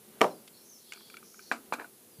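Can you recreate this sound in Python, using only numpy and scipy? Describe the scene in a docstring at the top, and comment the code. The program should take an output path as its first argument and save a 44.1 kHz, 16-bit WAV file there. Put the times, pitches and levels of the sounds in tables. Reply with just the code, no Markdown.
"""One hollow knock close by, as of a door shutting: a struck panel rings in its modes and a wall echoes it.
Small handling ticks and two soft taps follow, then two dry clacks of hard contact, each with a gritty
scuff, and a dull settling rattle. Around this quiet yard far birds whistle and trill, their sound
scattered by trees, over a low outdoor murmur and microphone hiss with one soft bump at the end."""
import sys
import numpy as np
from scipy import signal
from scipy.fft import rfft, irfft
from scipy.io import wavfile

SR = 44100
rng = np.random.default_rng(int(sys.argv[2]) if len(sys.argv) > 2 else 0)


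def log_audio(samples):
    """Write samples as a 16-bit WAV file to the path given in sys.argv[1]."""
    # one column per channel
    frames = np.atleast_2d(samples).T
    # limit to full scale, then quantise
    limited = np.clip(frames, -1, 1)
    pcm = np.round(limited * 32767).astype(np.int16)
    wavfile.write(sys.argv[1], SR, pcm)


N = 97020


def undb(db):
    """Amplitude ratio of a level in decibels."""
    return 10 ** (np.asarray(db) / 20)

def seconds(length):
    """Time axis of the given length."""
    return np.arange(max(int(length * SR), 8)) / SR

def fade(t60):
    """Exponential decay by 60 dB in t60 seconds."""
    return np.exp(-np.log(1000) * np.arange(N) / SR / max(t60, 1e-4))

def unit(x):
    """Normalisation to rms 1."""
    return x / np.sqrt(np.mean(x ** 2))

def add(out, at, x):
    """Superposition: x joins out at a time in seconds."""
    i = int(np.clip(at * SR, 0, N - 1))
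    out[i:i + len(x)] += x[:N - i]

def shape(x, gain):
    """Linear filtering: the spectrum is multiplied by gain(frequency)."""
    hz = np.arange(N + 1) * SR / (2 * N) + 0.00084  # the offset keeps log(hz) finite
    return irfft(rfft(x, 2 * N) * gain(hz))[:len(x)]

def colour(x, points, tilt_db=0):
    """Spectral shaping by (Hz, dB) points and a tilt per octave, at rms 1."""
    hz, db = np.array(points).T
    db = db + tilt_db * np.log2(hz)
    return unit(shape(x, lambda f: undb(np.interp(np.log(f), np.log(hz), db))
                      * np.minimum(f / hz[0], 1) ** 2))

def noise():
    """Gaussian white noise."""
    return rng.standard_normal(N)

def band(hz, width, order):
    """Band-pass noise; a higher order gives steeper sides."""
    return unit(shape(noise(), lambda f: 1 / (1 + np.abs((f * f - hz * hz) / (f * width)) ** order)))

def walk(rate_hz):
    """Random fluctuation: low-pass noise at rms 1."""
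    return unit(shape(noise(), lambda f: np.exp(-(f / rate_hz) ** 2)))

def modes(table):
    """Free vibration: a sum of damped sinusoids of alternating sign."""
    t = seconds(.4)
    return sum((-1) ** k * undb(db) * np.sin(2 * np.pi * hz * t) * np.exp(-np.log(1000) * t / t60)
               for k, (hz, db, t60) in enumerate(table))

def reverberation(table, rise_s, width):
    """A diffuse field builds up, then decays band by band; width is a share of each centre."""
    bands = sum(undb(db) * band(hz, width * hz, order=4) * fade(t60) for hz, db, t60 in table)
    return (1 - fade(rise_s)) * bands


# Spectrum of the impact's crack. Each row: frequency in Hz, relative level in dB.
CRACK_SPECTRUM = [(300, 3), (1200, 3.5), (3200, -11), (4200, -4), (8000, -14), (10500, -20), (13500, -16),
                  (16000, -25.5)]
# Modes of the panel. Each row: frequency in Hz, level in dB, T60 in seconds.
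PANEL_MODES = [(250, -22, 0.028), (311, -34.5, .22), (399, -32, 0.26), (453, -15.5, 0.053),
               (604, -25, 0.13), (669, -18, 0.063), (820, -22.5, 0.052), (882, -26.5, 0.053),
               (972, -18.5, .045), (1202, -13.5, 0.035), (2305, -17, 0.015), (2865, -17.5, 0.015),
               (3128, -19, 0.01)]
# Reverberation of the knock. Each row: band centre in Hz, level in dB, T60 in seconds.
KNOCK_REVERB = [(157, -42.5, 0.34), (230, -40, 0.42), (497, -26.5, 0.28), (860, -28, 0.23),
                (1418, -34, 0.16), (2610, -43, .21), (4450, -44.5, .21), (8120, -47.5, 0.24),
                (12980, -61, 0.56)]
# A first touch, then the full blow. Each row: start in seconds, gain in dB.
KNOCK_BLOWS = [(0.2094, -12), (0.2146, 2.5)]

def knock():
    """Impact excitation: a crack sets the panel's modes ringing; a wall reflects the midrange."""
    echo_delay_s, echo_db, echo_hz = .0283, -6, 810
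    blow = undb(-16) * colour(noise(), CRACK_SPECTRUM) * fade(t60=.013)
    add(blow, 0, modes(PANEL_MODES))
    echo = undb(echo_db) * signal.lfilter(*signal.iirpeak(echo_hz, Q=1.4, fs=SR), blow)
    blow += reverberation(KNOCK_REVERB, rise_s=0.02, width=0.77)
    add(blow, echo_delay_s, echo)
    out = np.zeros(N)
    for at, db in KNOCK_BLOWS:
        add(out, at, undb(db) * blow)
    return out


# Modes of the clacked body. Each row: frequency in Hz, level in dB, T60 in seconds.
BODY_MODES = [(664, -19.5, 0.012), (686, -27.5, 0.095), (985, -14.5, 0.0094), (1450, -44, 0.088),
              (2339, -30.5, 0.089), (4030, -45.5, 0.093)]
# Reverberation of a clack. Each row: band centre in Hz, level in dB, T60 in seconds.
CLACK_REVERB = [(268, -39, 0.27), (518, -33.5, 0.12), (880, -31, 0.12), (1320, -32, 0.16),
                (2350, -37.5, 0.14), (4290, -45.5, 0.17), (7640, -48.5, 0.2)]
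# Two clacks, then the rattle. Each row: start in seconds, gain in dB, contact pitch in Hz,
# contact T60 in seconds.
CLACK_HITS = [(1.5145, -1.5, 1575, 0.011), (1.7243, -5, 930, 0.0049), (1.7872, -32, 1320, .015),
              (1.7945, -24, 1440, 0.0073), (1.7979, -19.5, 1670, 0.014), (1.811, -26, 1640, 0.013),
              (1.817, -23.5, 1000, 0.0071), (1.8211, -29, 1700, 0.011), (1.8445, -27.5, 1475, 0.032)]

def clacks():
    """Hard contact excites damped vibration in a small body, a poor radiator of low frequencies."""
    contact_db, rise_s, radiation_cutoff_hz = -7.5, .002, 190
    out = np.zeros(N)
    for at, db, hz, t60 in CLACK_HITS:
        hit = reverberation(CLACK_REVERB, rise_s=0.0017, width=0.46)
        add(hit, 0, modes([(hz, contact_db, t60)]) + modes(BODY_MODES))
        add(out, at, undb(db) * hit * (1 - fade(rise_s)))
    return signal.sosfilt(signal.butter(2, radiation_cutoff_hz, "high", fs=SR, output="sos"), out)


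# Spectrum of grit, in scuffs and ticks. Each row: frequency in Hz, relative level in dB.
GRIT_SPECTRUM = [(180, -26), (260, -10.5), (900, -2.5), (1280, -2.5), (1530, 10), (1950, -17), (2350, 9),
                 (2800, -12), (7500, -14.5), (15000, -24)]
# Gritty scuffs. Each row: start in seconds, length in seconds, level in dB, tilt in dB per octave.
SCUFF_STROKES = [(.2378, 0.0038, -36, 6), (1.522, 0.0066, -32.5, 0.5), (1.731, 0.025, -33, 0),
                 (1.774, 0.073, -45, -8)]

def scuffs():
    """Shot noise: dense random grains swell quickly with the pressure and trail off."""
    grains_per_s, swell_share = 3000, 0.14
    out = np.zeros(N)
    for at, length, db, tilt in SCUFF_STROKES:
        grains = noise() * (rng.random(N) < grains_per_s / SR)
        t = seconds(length)
        pressure = np.interp(t / length, [0, swell_share, 1], [0, 1, 0])
        add(out, at, undb(db) * colour(grains[:len(t)], GRIT_SPECTRUM, tilt) * pressure)
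    return out


# Modes of the ticking part. Each row: frequency in Hz, relative level in dB, T60 in seconds.
PART_MODES = [(1280, -3, 0.022), (1517, -2.5, 0.021), (1730, -2, 0.0025), (2328, -3, 0.027),
              (2920, -8, 0.024), (4070, -25, 0.005), (7400, -24, 0.0079)]
# Spectrum of a tick's snap. Each row: frequency in Hz, relative level in dB.
SNAP_SPECTRUM = [(1000, -18), (3000, -1), (5500, 1), (7500, 0), (9800, -2.5), (11500, -20)]
# Handling ticks. Each row: start in seconds, level in dB, favoured frequency in Hz.
TICK_CONTACTS = [(0.9216, -38, 1440), (0.922, -32, 2830), (0.9348, -39.5, 7150), (0.96, -47, 2120),
                 (0.9742, -45.5, 1360), (1.1, -41.5, 2340), (1.141, -39.5, 1390), (1.169, -36.5, 2380),
                 (1.228, -44, 1200), (1.343, -47.5, 1190), (1.3927, -40.5, 1560)]

def ticks():
    """Selective excitation: each light contact favours different modes of one small hard part."""
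    detune_share, fall_db_per_octave, rise_s = 0.035, 11, 0.00049
    out = np.zeros(N)
    for at, db, focus_hz in TICK_CONTACTS:
        tone = modes([(hz * (1 + detune_share * rng.standard_normal()),
                       level - fall_db_per_octave * abs(np.log2(hz / focus_hz)), t60)
                      for hz, level, t60 in PART_MODES])
        grit = undb(-21) * colour(noise(), GRIT_SPECTRUM) * fade(t60=0.17)
        snap_gain = undb(-10) * min(focus_hz / 2450, 1.7) ** 2  # brighter ticks snap harder
        tick = grit + snap_gain * colour(noise(), SNAP_SPECTRUM) * fade(t60=0.021)
        add(tick, 0, tone / np.abs(tone).max())
        add(out, at, undb(db) * tick * (1 - fade(rise_s)))
    return out


# Soft taps. Each row: start in seconds, gain in dB, band centre in Hz.
SOFT_TAPS = [(.476, -43.5, 2760), (1.006, -47.5, 790)]

def taps():
    """Broadband transients: soft touches make brief puffs of noise with no pitch."""
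    rise_s = 0.013
    envelope = (1 - fade(rise_s)) * fade(t60=0.035)
    out = np.zeros(N)
    for at, db, hz in SOFT_TAPS:
        add(out, at, undb(db) * band(hz, 1.2 * hz, order=1.5) * envelope)
    return out


# Bird whistles. Each row: start and length in seconds, first and last pitch in Hz, level in dB.
BIRD_WHISTLES = [(0.27, 0.12, 5900, 4650, -68), (0.303, 0.033, 4080, 4100, -65),
                 (0.683, .095, 6670, 5230, -61.5), (0.688, 0.051, 6450, 6170, -65),
                 (2.106, .11, 5070, 4540, -71)]
# Bird trills. Each row: start and length in seconds, band centre and width in Hz, level in dB.
BIRD_TRILLS = [(.525, .1, 4270, 550, -68), (.558, .082, 5470, 250, -68), (.629, .18, 6000, 1200, -65),
               (.88, .3, 3400, 380, -66.5), (.89, .26, 4600, 750, -66), (.78, .39, 4200, 2000, -67.5),
               (1.256, .2, 6720, 280, -69.5), (1.23, .31, 5650, 1700, -63.5),
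               (1.395, .11, 4350, 750, -64.5), (1.41, .09, 5650, 500, -67.5)]

def birds():
    """Frequency modulation slurs the whistles, amplitude modulation the trills; trees scatter both."""
    edge_s, waver_share, trill_hz, trill_depth, flicker_db = 0.013, 0.01, 46.7, 0.24, 1.5
    swell = lambda t: np.sin(np.pi / 2 * np.clip(np.minimum(t, t[-1] - t) / edge_s, 0, 1))
    out = np.zeros(N)
    for at, length, first_hz, last_hz, db in BIRD_WHISTLES:
        t = seconds(length)
        slur = np.linspace(1, 0, len(t)) ** 1.5  # glides fast, then levels off
        hz = (last_hz + (first_hz - last_hz) * slur) * (1 + waver_share * walk(150)[:len(t)])
        tone = np.sqrt(2) * np.sin(2 * np.pi * np.cumsum(hz) / SR)
        add(out, at, undb(db) * swell(t) * tone)
    for at, length, hz, width, db in BIRD_TRILLS:
        t = seconds(length)
        buzz = band(hz, width, order=2)[:len(t)]
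        gain = undb(db + flicker_db * walk(42)[:len(t)])
        pulsing = 1 + trill_depth * np.sin(2 * np.pi * trill_hz * t)
        add(out, at, gain * swell(t) * pulsing * buzz)
    tree_response = unit(noise() * fade(t60=0.28)) / np.sqrt(N)
    return out + undb(-2) * signal.fftconvolve(out, tree_response)[:N]


# Spectrum of the outdoor murmur. Each row: frequency in Hz, relative spectral density in dB.
MURMUR_SPECTRUM = [(50, -11.5), (100, -7.5), (170, -7.5), (228, 1), (290, -10), (360, -1.5), (450, -5),
                   (600, -13), (1000, -16.5), (1400, -19), (2000, -21), (4300, -23), (8000, -47)]
# Spectrum of the microphone hiss. Each row: frequency in Hz, relative spectral density in dB.
HISS_SPECTRUM = [(2000, -16.5), (4500, -10.5), (7800, -8), (9500, -4.5), (10700, -1), (12000, -4),
                 (14000, -6), (15500, -8.5)]

def background():
    """The noise floor: a wavering low murmur and steady hiss, with one damped bump on the microphone."""
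    murmur_db, waver_db, hiss_db = -58.5, 2.5, -58
    bump_at_s, bump_hz, bump_db, bump_t60_s = 2.187, 148, -42.5, 0.36
    murmur = undb(murmur_db + waver_db * walk(2.4)) * colour(noise(), MURMUR_SPECTRUM)
    out = murmur + undb(hiss_db) * colour(noise(), HISS_SPECTRUM)
    add(out, bump_at_s, modes([(bump_hz, bump_db, bump_t60_s)]))
    return out


def scene():
    """Superposition of all sources at one microphone."""
    return (knock() + clacks() + scuffs() + ticks() + taps() + birds() + background())[None]

def record(dry):
    """Band limiting: the small microphone loses the bass and the recorder cuts the top."""
    low_hz, top_hz = 130, 15500
    thin = signal.sosfilt(signal.butter(2, low_hz, "high", fs=SR, output="sos"), dry)
    return signal.sosfilt(signal.ellip(12, .2, 70, top_hz, fs=SR, output="sos"), thin)


dry = scene()
out = record(dry)
log_audio(out)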